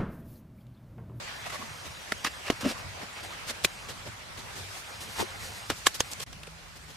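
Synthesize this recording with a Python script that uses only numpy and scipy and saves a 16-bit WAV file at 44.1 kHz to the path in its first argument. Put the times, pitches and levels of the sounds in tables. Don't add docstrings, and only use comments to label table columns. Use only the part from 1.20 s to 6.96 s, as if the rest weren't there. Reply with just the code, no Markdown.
import sys
import numpy as np
from scipy import signal
from scipy.fft import rfft, irfft
from scipy.io import wavfile
from scipy.ndimage import uniform_filter1d

SR = 44100
rng = np.random.default_rng(int(sys.argv[2]) if len(sys.argv) > 2 else 0)


def invert_db(x):
    u = np.asarray(x, float) / 20
    return 10 ** u


def materialize(psi):
    bounded = np.clip(np.atleast_2d(psi).T, -1, 1)
    quanta = np.round(bounded * 32767).astype(np.int16)
    wavfile.write(sys.argv[1], SR, quanta)


N = 254016

# (frequency [Hz], density [dB per Hz])
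AIR_SPECTRUM = [(76, -27), (130, 1), (296, -7.5), (562, -3.5), (900, -4.5), (1500, -3.5), (2100, -4.5),
                (3770, -11.5), (4700, -12), (8760, -18), (13100, -25.5), (14700, -27.5), (15500, -46)]
# (frequency [Hz], likeness [0-1])
AIR_LIKENESS = [(60, 0.38), (180, 0.58), (550, 0.15), (1650, 0.018), (4970, 0.1), (15000, 0.02)]
# (frequency [Hz], level [dB])
AIR_LEAN = [(60, 0.5), (180, 1.5), (550, 1.5), (1650, -1.5), (4970, -0.5), (15000, 0)]
# (time [s], breeze [dB], dryness of leaves [dB])
BREEZE = [
    [(0, -43.5, -5.5), (.31, -48, 2.5), (.69, -49.5, 2.5), (1.32, -47.5, 1.5), (1.61, -46.5, -2.5),
     (1.9, -48, -0.5), (2.15, -45.5, -3), (2.5, -48.5, 1), (3.1, -49.5, -.5), (3.4, -48, 4),
     (3.72, -49, 3.5), (4.1, -46.5, 0.5), (4.51, -50, 5.5), (5.0, -50, 5.5)],
    [(5.065, -53.5, 0), (5.21, -56, 4), (5.36, -54.5, 1.5), (5.76, -55.5, 5)],
]
# (time [s], level [dB], time to sink 13 dB [s])
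BUMPS = [(.02, -54, 1), (.3, -50.5, 0.5), (.5, -48.5, .13), (.67, -46, .09), (.95, -48, .1),
         (1.08, -50.5, .25), (1.33, -47, .07), (1.47, -45.5, 0.2), (1.67, -45, 0.15), (1.78, -51, 0.12),
         (2.06, -48, .1), (2.27, -48, .1), (2.44, -48.5, 0.1), (2.72, -47, 0.26), (2.89, -43.5, 0.04),
         (3.2, -48, 0.3), (3.39, -48, .2), (3.51, -51.5, .12), (3.85, -51, .3), (4.01, -38.5, .04),
         (4.24, -48.5, 0.3), (4.52, -45.5, .1), (4.67, -48.5, .08), (4.8, -46, .09), (5.03, -47, 0.24),
         (5.165, -50.5, .1), (5.31, -57, .05), (5.567, -57, .08), (5.74, -56.5, 0.5)]
# (start [s], frequency [Hz], width [Hz], level [dB])
DRONE = (5, 160.5, 7.5, -57.5)
# (time [s], length [s], from [Hz], to [Hz], level [dB])
HUMS = [(.495, .04, 92, 88, -50), (.655, 0.059, 88, 80, -48), (2.855, .12, 122.3, 98, -49),
        (3.17, .09, 95, 72, -53), (3.355, .18, 90, 98, -50), (4.19, 0.13, 90, 85, -53),
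        (5.07, 0.12, 165.4, 150, -55), (1.6, .1, 151, 141, -55), (4.06, .085, 540, 530, -56),
        (4.23, .065, 530, 520, -57), (3.72, .025, 2420, 2400, -52), (.135, .025, 1840, 1740, -53)]
# (frequency [Hz], density [dB per Hz])
GRIT_SPECTRUM = [(59, -31), (100, -1), (412, 1.5), (700, -4), (1000, -5), (1770, -5.5), (4500, -10),
                 (12900, -20), (15700, -31)]
LAYER_EDGES_HZ = (150, 800, 3500, 8000)
# (time [s], length [s], grit [dB], thud minus grit [dB], sand minus grit [dB])
DIGS = [(.256, .04, -44, -6, -5), (1.407, 0.045, -41, -6, -4.5), (2.031, .051, -46.5, -.5, -1),
        (2.685, 0.052, -43, -3, -1.5), (3.172, 0.058, -48, -2, -1), (3.355, 0.078, -50, 1, 3),
        (3.806, 0.063, -52, 2, 7.5), (4.507, 0.033, -37, -4, -10), (4.675, 0.029, -44, -5, 2),
        (4.743, 0.033, -47.5, 0, 9), (0.378, .155, -49.5, -2, -7), (1.411, .012, -47, -9, 0),
        (5.128, 0.0092, -51, -9, 1), (4.914, .014, -54, -4, 13), (.068, 0.07, -51.5, -14, -7)]
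# (time [s], length [s], grit [dB], thud minus grit [dB], sand minus grit [dB])
SWEEPS = [(.295, 0.021, -45, -14, -2), (.315, .072, -43, -10, -4), (.41, .037, -50, -3, -14),
          (.642, 0.054, -47.5, -4, -2.5), (1.054, 0.035, -33, -20, -8), (1.315, .02, -45, 2, -6),
          (1.439, .04, -39, 4, -7), (1.468, .075, -37.5, -5, -4), (1.57, 0.053, -51.5, -7, -1),
          (1.955, .07, -43, -16, -12), (2.1, .075, -46, -12, -9), (2.855, 0.046, -46.5, 2, -4)]
# (time [s], length [s], grit [dB], thud minus grit [dB], sand minus grit [dB])
PATS = [(4.191, .14, -53, -4, 7), (3.87, 0.13, -59, -3, 9.5), (4.3, .15, -57, -5, 5.5),
        (4.55, 0.07, -54, -9, 5), (4.997, .017, -40, -5, 1), (5.012, 0.038, -42.5, -8, 3.5),
        (5.122, 0.021, -51, 0, -3), (5.231, .011, -48.5, -8, -1), (5.266, .017, -51, -2, -1),
        (5.35, .18, -58.5, -8, -7), (5.555, .03, -55, 5, 3), (5.677, 0.057, -53, 1, -2)]
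# (time [s], length [s], grit [dB], thud minus grit [dB], sand minus grit [dB])
SHOVES = [
    (1.235, 0.068, -38.5, -14, -11),
    (1.78, 0.073, -44.5, 1, -6),
    (2.262, 0.061, -37, -8.5, .5),
    (3.47, 0.16, -56, -2.5, 8),
    (3.945, .095, -42, -5, 4),
    (4.9, .042, -49, 2, 5),
    (4.926, 0.012, -50, -6, 11.5),
]
# (time [s], level [dB], thud minus crack [dB], sand minus crack [dB], rise [s])
CRUSHES = [
    (.921, -38, -8, 1, .012),
    (1.047, -29.5, -14, -3.5, .015),
    (1.302, -31, -9, -4, .012),
    (2.448, -31, -9, 5, 0.034),
    (4.005, -39, -2, -2, .12),
    (4.502, -31.5, -7, -1, 0.023),
    (4.669, -26, -12, 2.5, 0.03),
    (4.805, -34, -11, 4, 0.027),
]
# (start [s], end [s], level over grit [dB])
RUBBED = [
    (.1, .8, -4),
    (1.01, 1.6, -3),
    (3.9, 4.1, -5),
]
# (frequency [Hz], width [Hz], level [dB])
FLAT_STONE = [(650, 93, -4), (1110, 58, 3), (1960, 130, -2.5), (2550, 100, -13), (3570, 67, -19)]
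# (frequency [Hz], width [Hz], level [dB])
HARD_STONE = [(587, 54, -4), (1260, 64, -2), (1694, 39, -4), (2360, 110, -9), (2790, 81, 0.5),
              (3200, 69, -25), (5300, 530, -11)]
# (frequency [Hz], width [Hz], level [dB])
ROUND_STONE = [(900, 42, 1), (1390, 25, -11), (1840, 150, -5), (3350, 32, -14)]
# (time [s], peak [dB], ring [Hz])
PEBBLES = [(1.0563, -30, 1230), (1.0583, -29, 2730), (1.0633, -32, 4480), (1.0648, -35, 3940),
           (1.0648, -27, 1700), (1.0688, -34, 3620), (1.0723, -31, 4030), (1.0797, -39, 4440),
           (1.2688, -34, 2330), (1.2758, -34, 4480), (1.2808, -31, 2800), (1.2838, -35, 1080),
           (1.2863, -33, 1940), (1.2868, -31, 2690), (1.3102, -37, 4290), (1.3127, -33, 1120),
           (1.4205, -34, 1010), (1.4235, -38, 3810), (1.4245, -32, 1640), (1.425, -38, 3170),
           (1.4319, -34, 1060), (1.4419, -34, 2890), (1.4464, -34, 2050), (1.4534, -31, 2730),
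           (1.4559, -32, 1120), (1.4629, -31, 2760), (1.4768, -34, 1310), (1.4773, -35, 2730),
           (1.4793, -38, 4890), (1.4843, -35, 2370), (1.4893, -36, 4780), (1.4933, -34, 1230),
           (1.5103, -31, 490), (4.673, -24, 3270), (1.441, -33, 1270), (3.962, -37, 1130),
           (1.5167, -33, 4820), (1.5172, -36, 2780), (1.5222, -34, 560), (2.289, -34, 4500),
           (2.2895, -38, 3920), (2.2945, -35, 3380), (2.295, -34, 3060), (2.297, -35, 4410),
           (2.297, -34, 2150), (2.3075, -33, 4650), (2.3089, -34, 600), (2.4382, -35, 3400),
           (3.9662, -40, 4930), (3.9826, -40, 4690), (3.9946, -32, 1810), (4.0061, -36, 4410),
           (4.0196, -32, 1030), (4.6591, -29, 1290), (4.7419, -38, 3400), (4.7494, -38, 4780),
           (4.7938, -40, 4740)]
# (time [s], peak [dB], ring [Hz])
GRAVEL = [(0.2569, -43, 3340), (0.2574, -39, 880), (0.2619, -39, 2610), (0.2654, -38, 1270),
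          (0.2659, -40, 1810), (0.2674, -34, 690), (0.3003, -41, 2910), (0.3023, -35, 1960),
          (0.3028, -38, 1270), (0.3128, -42, 2890), (0.3238, -38, 1460), (0.3253, -39, 1100),
          (0.3327, -41, 620), (0.3352, -42, 1120), (0.3372, -42, 2540), (0.3442, -37, 1960),
          (0.3457, -39, 620), (0.3552, -41, 600), (0.3557, -33, 1140), (0.3592, -37, 2000),
          (0.3672, -37, 1790), (0.3801, -40, 1920), (0.3961, -40, 2020), (0.4111, -40, 650),
          (0.417, -37, 1120), (0.425, -34, 1140), (0.458, -42, 2650), (0.4944, -42, 2520),
          (1.7775, -40, 540), (1.8243, -41, 2370), (1.8308, -38, 1740), (1.9805, -41, 2350),
          (1.986, -39, 1250), (1.9895, -40, 2350), (1.993, -37, 1420), (1.9975, -38, 2300),
          (2.0084, -40, 1940), (2.0468, -38, 690), (2.0508, -40, 2090), (2.1272, -39, 1210),
          (2.1331, -40, 2090), (2.6904, -41, 2990), (2.6944, -38, 540), (2.6959, -41, 2840),
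          (2.8655, -40, 560)]
# (time [s], peak [dB], ring [Hz])
CLODS = [
    (.39, -42, 240),
    (.43, -42, 220),
    (1.83, -40, 210),
    (2.3, -40, 240),
]
# (time [s], peak [dB], ring [Hz])
GRIPPED = [(.9213, -19, 1750), (1.3016, -14.5, 395), (4.8053, -21, 5250), (4.6678, -20, 2600),
           (.9215, -26, 3550), (.9228, -27, 4750), (.9234, -26, 1550), (1.0453, -26, 5800),
           (1.301, -16, 2800), (1.304, -23, 1880), (1.413, -40, 3500), (2.4478, -23, 4500),
           (4.5025, -18, 2840), (4.509, -24, 1510), (4.6674, -6.5, 3250), (4.6708, -23, 560),
           (.9225, -28.5, 420), (5.0015, -30, 7600), (3.178, -38, 4000), (2.4466, -23, 560),
           (4.5005, -24, 430), (4.5008, -27, 4200), (4.6661, -21, 4480), (1.0468, -26, 2670),
           (.9206, -29, 4500), (1.3215, -33, 290), (3.9845, -31, 900), (1.447, -33, 650), (3.992, -30, 900),
           (2.4482, -19, 3300), (4.6712, -15, 5950), (4.8052, -11, 6640), (4.8056, -13.5, 3200),
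           (4.806, -23, 485), (5.13, -39, 6000), (5.234, -31, 2700), (5.2345, -41, 5300),
           (.9222, -24, 4250), (1.3035, -26, 6800), (2.4505, -21, 7500)]
# (time [s], peak [dB], ring [Hz])
LOOSE = [(.9215, -32.5, 230), (.922, -26, 604), (1.0482, -18, 1200), (1.049, -20, 1960),
         (1.0678, -24, 2600), (1.0722, -23, 1900), (1.072, -36, 300), (1.048, -35, 280), (1.3015, -21, 285),
         (1.3025, -27, 3150), (1.3018, -22, 2130), (.9232, -27, 1310), (.9214, -21, 2040),
         (2.4472, -26, 1130), (2.4485, -27, 2760), (4.6688, -22, 3730), (4.67, -22, 8000),
         (3.9925, -31, 1040), (4.0025, -30, 2060), (4.0005, -33, 440), (1.3025, -23, 1065),
         (1.3033, -23, 685), (2.4477, -14.5, 3500), (2.4477, -14.5, 2460), (2.4505, -27, 350),
         (2.45, -31, 160), (2.4506, -16, 2450), (2.4502, -24, 2200), (4.0008, -24, 930), (4.0108, -25, 900),
         (4.0085, -30, 220), (3.995, -30, 400), (4.0235, -31, 480), (4.026, -32, 620), (4.503, -26.5, 288),
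         (4.6688, -10.5, 1090), (4.6676, -21, 790), (4.6712, -32, 440), (4.6705, -20, 2200),
         (4.669, -10.5, 1720), (4.6696, -12.5, 7400), (4.67, -34, 260), (4.934, -30, 7540),
         (5.004, -31, 3120), (5.2722, -37, 2500), (5.2765, -38, 470)]
# (time [s], peak [dB], ring [Hz])
BEDDED = [(1.4445, -24, 265), (1.449, -29, 620), (1.501, -34, 240), (1.4845, -38, 300), (4.039, -38, 380),
          (1.4585, -18, 246), (1.461, -26, 595), (1.4735, -27, 230), (1.4715, -31, 370), (1.4465, -29, 340),
          (1.4605, -26, 330), (4.0275, -29, 375), (5.007, -40, 580), (1.431, -31, 255)]
# (time [s], peak [dB], ring [Hz])
DEAD = [
    (5.1305, -38, 3500),
    (4.5017, -13.5, 1100),
    (4.8052, -12, 1500),
    (4.8061, -16, 990),
    (1.3006, -17, 1060),
    (2.4476, -14.5, 2150),
]
# (time [s], spread of low soil sound [dB])
WIDTH = [(0, 0), (.33, 1), (.7, -2), (.92, -8), (1.07, -7), (1.3, -8), (1.5, -5), (1.7, -2), (2.1, -2),
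         (2.3, -4), (2.45, -9), (2.95, -2), (3.6, 0), (4.0, 3), (4.35, 0), (4.5, -10), (4.9, -8),
         (5.76, -2)]
# (start [s], end [s])
JOINED = [(.148, .226), (.479, .627), (.705, .827), (.981, 1.042), (1.1, 1.19), (1.355, 1.527),
          (1.591, 1.62), (1.93, 2.133), (2.47, 2.7), (3.654, 4.479), (4.838, 4.92)]
# (start [s], end [s], level [dB])
GAP = (5.043, 5.064, -20)


def evened(x):
    return x / np.sqrt(np.mean(x ** 2) + 1e-20)


def read(points, hz):
    f, value = np.transpose(points)
    return np.interp(np.log(hz + 1), np.log(f + 1), value)


def follow(tables):
    s, *columns = np.concatenate(tables).T
    return [np.interp(np.arange(N) / SR, s, c) for c in columns]


def split(x, colour):
    hz = np.fft.rfftfreq(N, 1 / SR)
    z = rfft(x) * invert_db(read(colour, hz))
    above = [1 / (1 + (edge / (hz + 1)) ** 6) for edge in LAYER_EDGES_HZ] + [0]
    return [evened(irfft(z * np.sqrt(np.maximum(a - b, 0)), N)) for a, b in zip(above, above[1:])]


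def resonate(x, hz, width_hz):
    turn = np.exp(2j * np.pi * np.cumsum(hz * np.ones(x.shape[-1])) / SR)
    r = np.exp(-np.pi * width_hz / SR)
    return 2 * (turn * signal.lfilter([1 - r], [1, -r], x / turn)).real


def air(patchy_db=1.9):
    frames, hz = N // 128 + 5, np.fft.rfftfreq(512, 1 / SR)
    a, b, c, d, patches = rng.standard_normal((frames, 257, 5)).T
    patches = uniform_filter1d(patches, size=6, axis=0)
    patches = evened(uniform_filter1d(patches, size=16, axis=1))
    same = np.clip(read(AIR_LIKENESS, hz), 0, 1)[:, None]
    left = a + 1j * b
    right = same * left + np.sqrt(1 - same ** 2) * (c + 1j * d)
    lean_db = np.multiply.outer([.5, -.5], read(AIR_LEAN, hz))[..., None]
    z = np.array([left, right]) * invert_db(patchy_db * patches + lean_db)
    return signal.istft(z, nperseg=512, noverlap=384)[1][:, :N]


def rustle():
    breeze_db, dry_db = follow([*BREEZE])
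    wash, leaves, hiss, fine = split(air(), AIR_SPECTRUM)
    wash_db = -54.8 + .9 * (breeze_db + 48)
    hiss_db = breeze_db - 5.0 + .5 * dry_db
    fine_db = breeze_db - 11 + dry_db
    return invert_db(wash_db) * wash + invert_db(breeze_db + 0.54) * leaves + invert_db(hiss_db) * hiss + invert_db(fine_db) * fine


def rumble(width_hz=35, apart=0.61):
    t = np.arange(N) / SR
    sink_db, quicker_rise = 13, 0.85
    bumps_db = [db - sink_db * np.maximum((s - t) / quicker_rise, t - s) / sink_s for s, db, sink_s in BUMPS]
    level_db = np.max(bumps_db, axis=0).clip(-75)
    ground_hz = 95.6 + 0.55 * (level_db + 52)
    a, b = rng.standard_normal((2, N))
    noise = np.array([a + apart * b, a - apart * b])
    hum = resonate(resonate(noise, ground_hz, width_hz), ground_hz, width_hz)
    base_band = signal.butter(2, [45, 165], "band", fs=SR, output="sos")
    wind_band = signal.butter(2, [40, 78], "band", fs=SR, output="sos")
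    base = signal.sosfilt(base_band, noise[:, ::-1])
    wind = signal.sosfilt(wind_band, np.roll(noise, SR, axis=1))
    start_s, drone_hz, drone_width_hz, drone_db = DRONE
    drone = resonate(resonate(noise, drone_hz, drone_width_hz), drone_hz, drone_width_hz)
    drone = evened(drone) * (np.arange(N) > start_s * SR)
    ground = np.hypot(invert_db(level_db + 0.2), invert_db(-60.5)) * evened(evened(hum) + invert_db(1.5) * evened(base))
    wind_db = -60 + 3.5 * (t > start_s)
    return ground + invert_db(wind_db) * evened(wind) + invert_db(drone_db) * drone


def footing():
    out = np.zeros(N)
    for s, length_s, from_hz, to_hz, db in HUMS:
        hz = np.linspace(from_hz, to_hz, round(length_s * SR))
        hum = np.sin(2 * np.pi * np.cumsum(hz) / SR) * signal.windows.tukey(len(hz), .4)
        at = round(s * SR)
        out[at:at + len(hz)] += invert_db(db + 2.0) * hum
    return out


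def layers(thud_db, sand_db, dust_db=-6.5, dryness=1.3):
    return invert_db([thud_db, 0, sand_db - .8, dryness * sand_db + dust_db])


def strokes():
    t, power = np.arange(N) / SR, np.zeros((4, N))
    for rows, rising in (DIGS, 0.25), (SWEEPS, 0.44), (PATS, 0.48), (SHOVES, 0.73):
        for s, length_s, grit_db, thud_db, sand_db in rows:
            part = slice(round(s * SR), round((s + length_s) * SR))
            u = (t[part] - s) / length_s
            bite = np.clip(u / rising, 0, 1) ** (1.75 * rising ** 2)
            release = np.clip((1 - u) / (1 - rising), 0, 1) ** 0.87
            stroke = invert_db(grit_db - 2.5) * bite * release
            power[:, part] += np.outer(layers(thud_db - 0.5, sand_db + 0.47), stroke) ** 2
    return power


def crushing():
    t, power = np.arange(N) / SR, np.zeros((4, N))
    for s, crack_db, thud_db, sand_db, rise_s in CRUSHES:
        fall_s = max(0.037, rise_s)
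        away = np.maximum((s - t) / rise_s, (t - s - .002) / fall_s).clip(0, 3)
        power += np.outer(layers(thud_db, sand_db), invert_db(crack_db - 60 * away)) ** 2
    return power


def soil(low_db, grains_per_s=12000, spread_db=3.0):
    stroked, crushed = strokes(), crushing()
    sizes = invert_db(spread_db * rng.exponential(1, (2, N)).clip(0, 4))
    grains = sizes * (rng.random((2, N)) < grains_per_s / SR)
    grains = grains * rng.choice([-1., 1.], grains.shape)
    flat = np.zeros(N)
    wide = invert_db([[flat, low_db - 2], [flat, low_db], [flat, flat], [flat, flat]])
    out = (np.sqrt(stroked + crushed)[:, None] * wide * split(grains, GRIT_SPECTRUM)).sum(0)
    for (start_s, end_s, sing_db), modes in zip(RUBBED, (FLAT_STONE, HARD_STONE, ROUND_STONE)):
        part = slice(round(start_s * SR), round(end_s * SR))
        song = evened(sum(invert_db(db) * resonate(grains[:, part], hz, width_hz) for hz, width_hz, db in modes))
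        out[:, part] += invert_db(sing_db) * np.sqrt(stroked[1, part]) * wide[1][:, part] * song
    return out


def rings(contacts, t60_1khz_s):
    out, t = np.zeros(N + 8000), np.arange(8000) / SR
    for s, db, hz in contacts:
        t60_s = t60_1khz_s * (1000 / hz) ** .35
        onset = 1 - np.exp(-3.0 * t * hz)
        ring = invert_db(-60 * t / t60_s) * np.sin(2 * np.pi * hz * t) * onset
        at = round(s * SR)
        out[at:at + 8000] += invert_db(db) * ring / abs(ring).max()
    return out[:N]


def debris():
    return rings(PEBBLES, .016) + rings(GRAVEL, .022) + rings(CLODS, .04)


def stones():
    return rings(DEAD, 0.0027) + rings(GRIPPED, 0.0089) + rings(LOOSE, 0.016) + rings(BEDDED, 0.034)


def near_ground(x, low_db, t60_s=.008, side_db=-8.5, lean_db=-0.4, bass_hz=1100, bank_s=.0012):
    t = np.arange(600) / SR
    scatter = rng.standard_normal(len(t)) * invert_db(-60 * t / t60_s)
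    side = signal.oaconvolve(x, scatter / np.linalg.norm(scatter))[:N]
    side = invert_db(side_db) * signal.lfilter(*signal.butter(2, bass_hz, "high", fs=SR), side)
    bass = signal.lfilter(*signal.butter(2, bass_hz, fs=SR), np.roll(x, round(bank_s * SR)))
    side = side + invert_db(1.5 * low_db - 4) * bass
    return invert_db([[lean_db], [0]]) * np.array([x - side, x + side])


def scene():
    low_db, = follow([WIDTH])
    background = rustle() + rumble() + footing()
    middle, spread = soil(low_db) * invert_db([[-.3], [-1.6]])
    ground = invert_db([[-.6], [0]]) * np.array([middle + spread, middle - spread])
    return background + ground + near_ground(debris() + stones(), low_db)


def join_treble(x, treble_hz=4600, side_db=-30, lift_db=1.2, spared_share=.1):
    middle_side = np.array([x[0] + x[1], x[0] - x[1]]) / 2
    hz, t, z = signal.stft(middle_side, SR, nperseg=1024, noverlap=768)
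    joined = np.outer(hz > treble_hz, sum(1. * (t > a) * (t < b) for a, b in JOINED))
    spared = rng.random((len(t) // 8 + 1, len(hz) // 10 + 1)).T < spared_share
    spared = np.kron(spared, np.ones((10, 8)))[:len(hz), :len(t)]
    gains = invert_db([lift_db * joined, side_db * joined * (1 - spared)])
    middle, side = signal.istft(z * gains, SR, nperseg=1024, noverlap=768)[1][:, :N]
    return np.array([middle + side, middle - side])


def top_cut(x):
    return signal.sosfilt(signal.butter(12, 15810, fs=SR, output="sos"), x)


def record(dry):
    start_s, end_s, depth_db = GAP
    corners_s = [start_s - .006, start_s, end_s - .002, end_s]
    gap_db = np.interp(np.arange(N) / SR, corners_s, [0, depth_db, depth_db, 0])
    knee = 1.25 * np.tanh(dry * invert_db(gap_db) / 1.25)
    port = signal.firwin(301, 15450, window=("kaiser", 8), fs=SR)
    limited = signal.oaconvolve(knee, port[None], "same")
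    return top_cut(join_treble(limited))


dry = scene()
out = record(dry)
materialize(out)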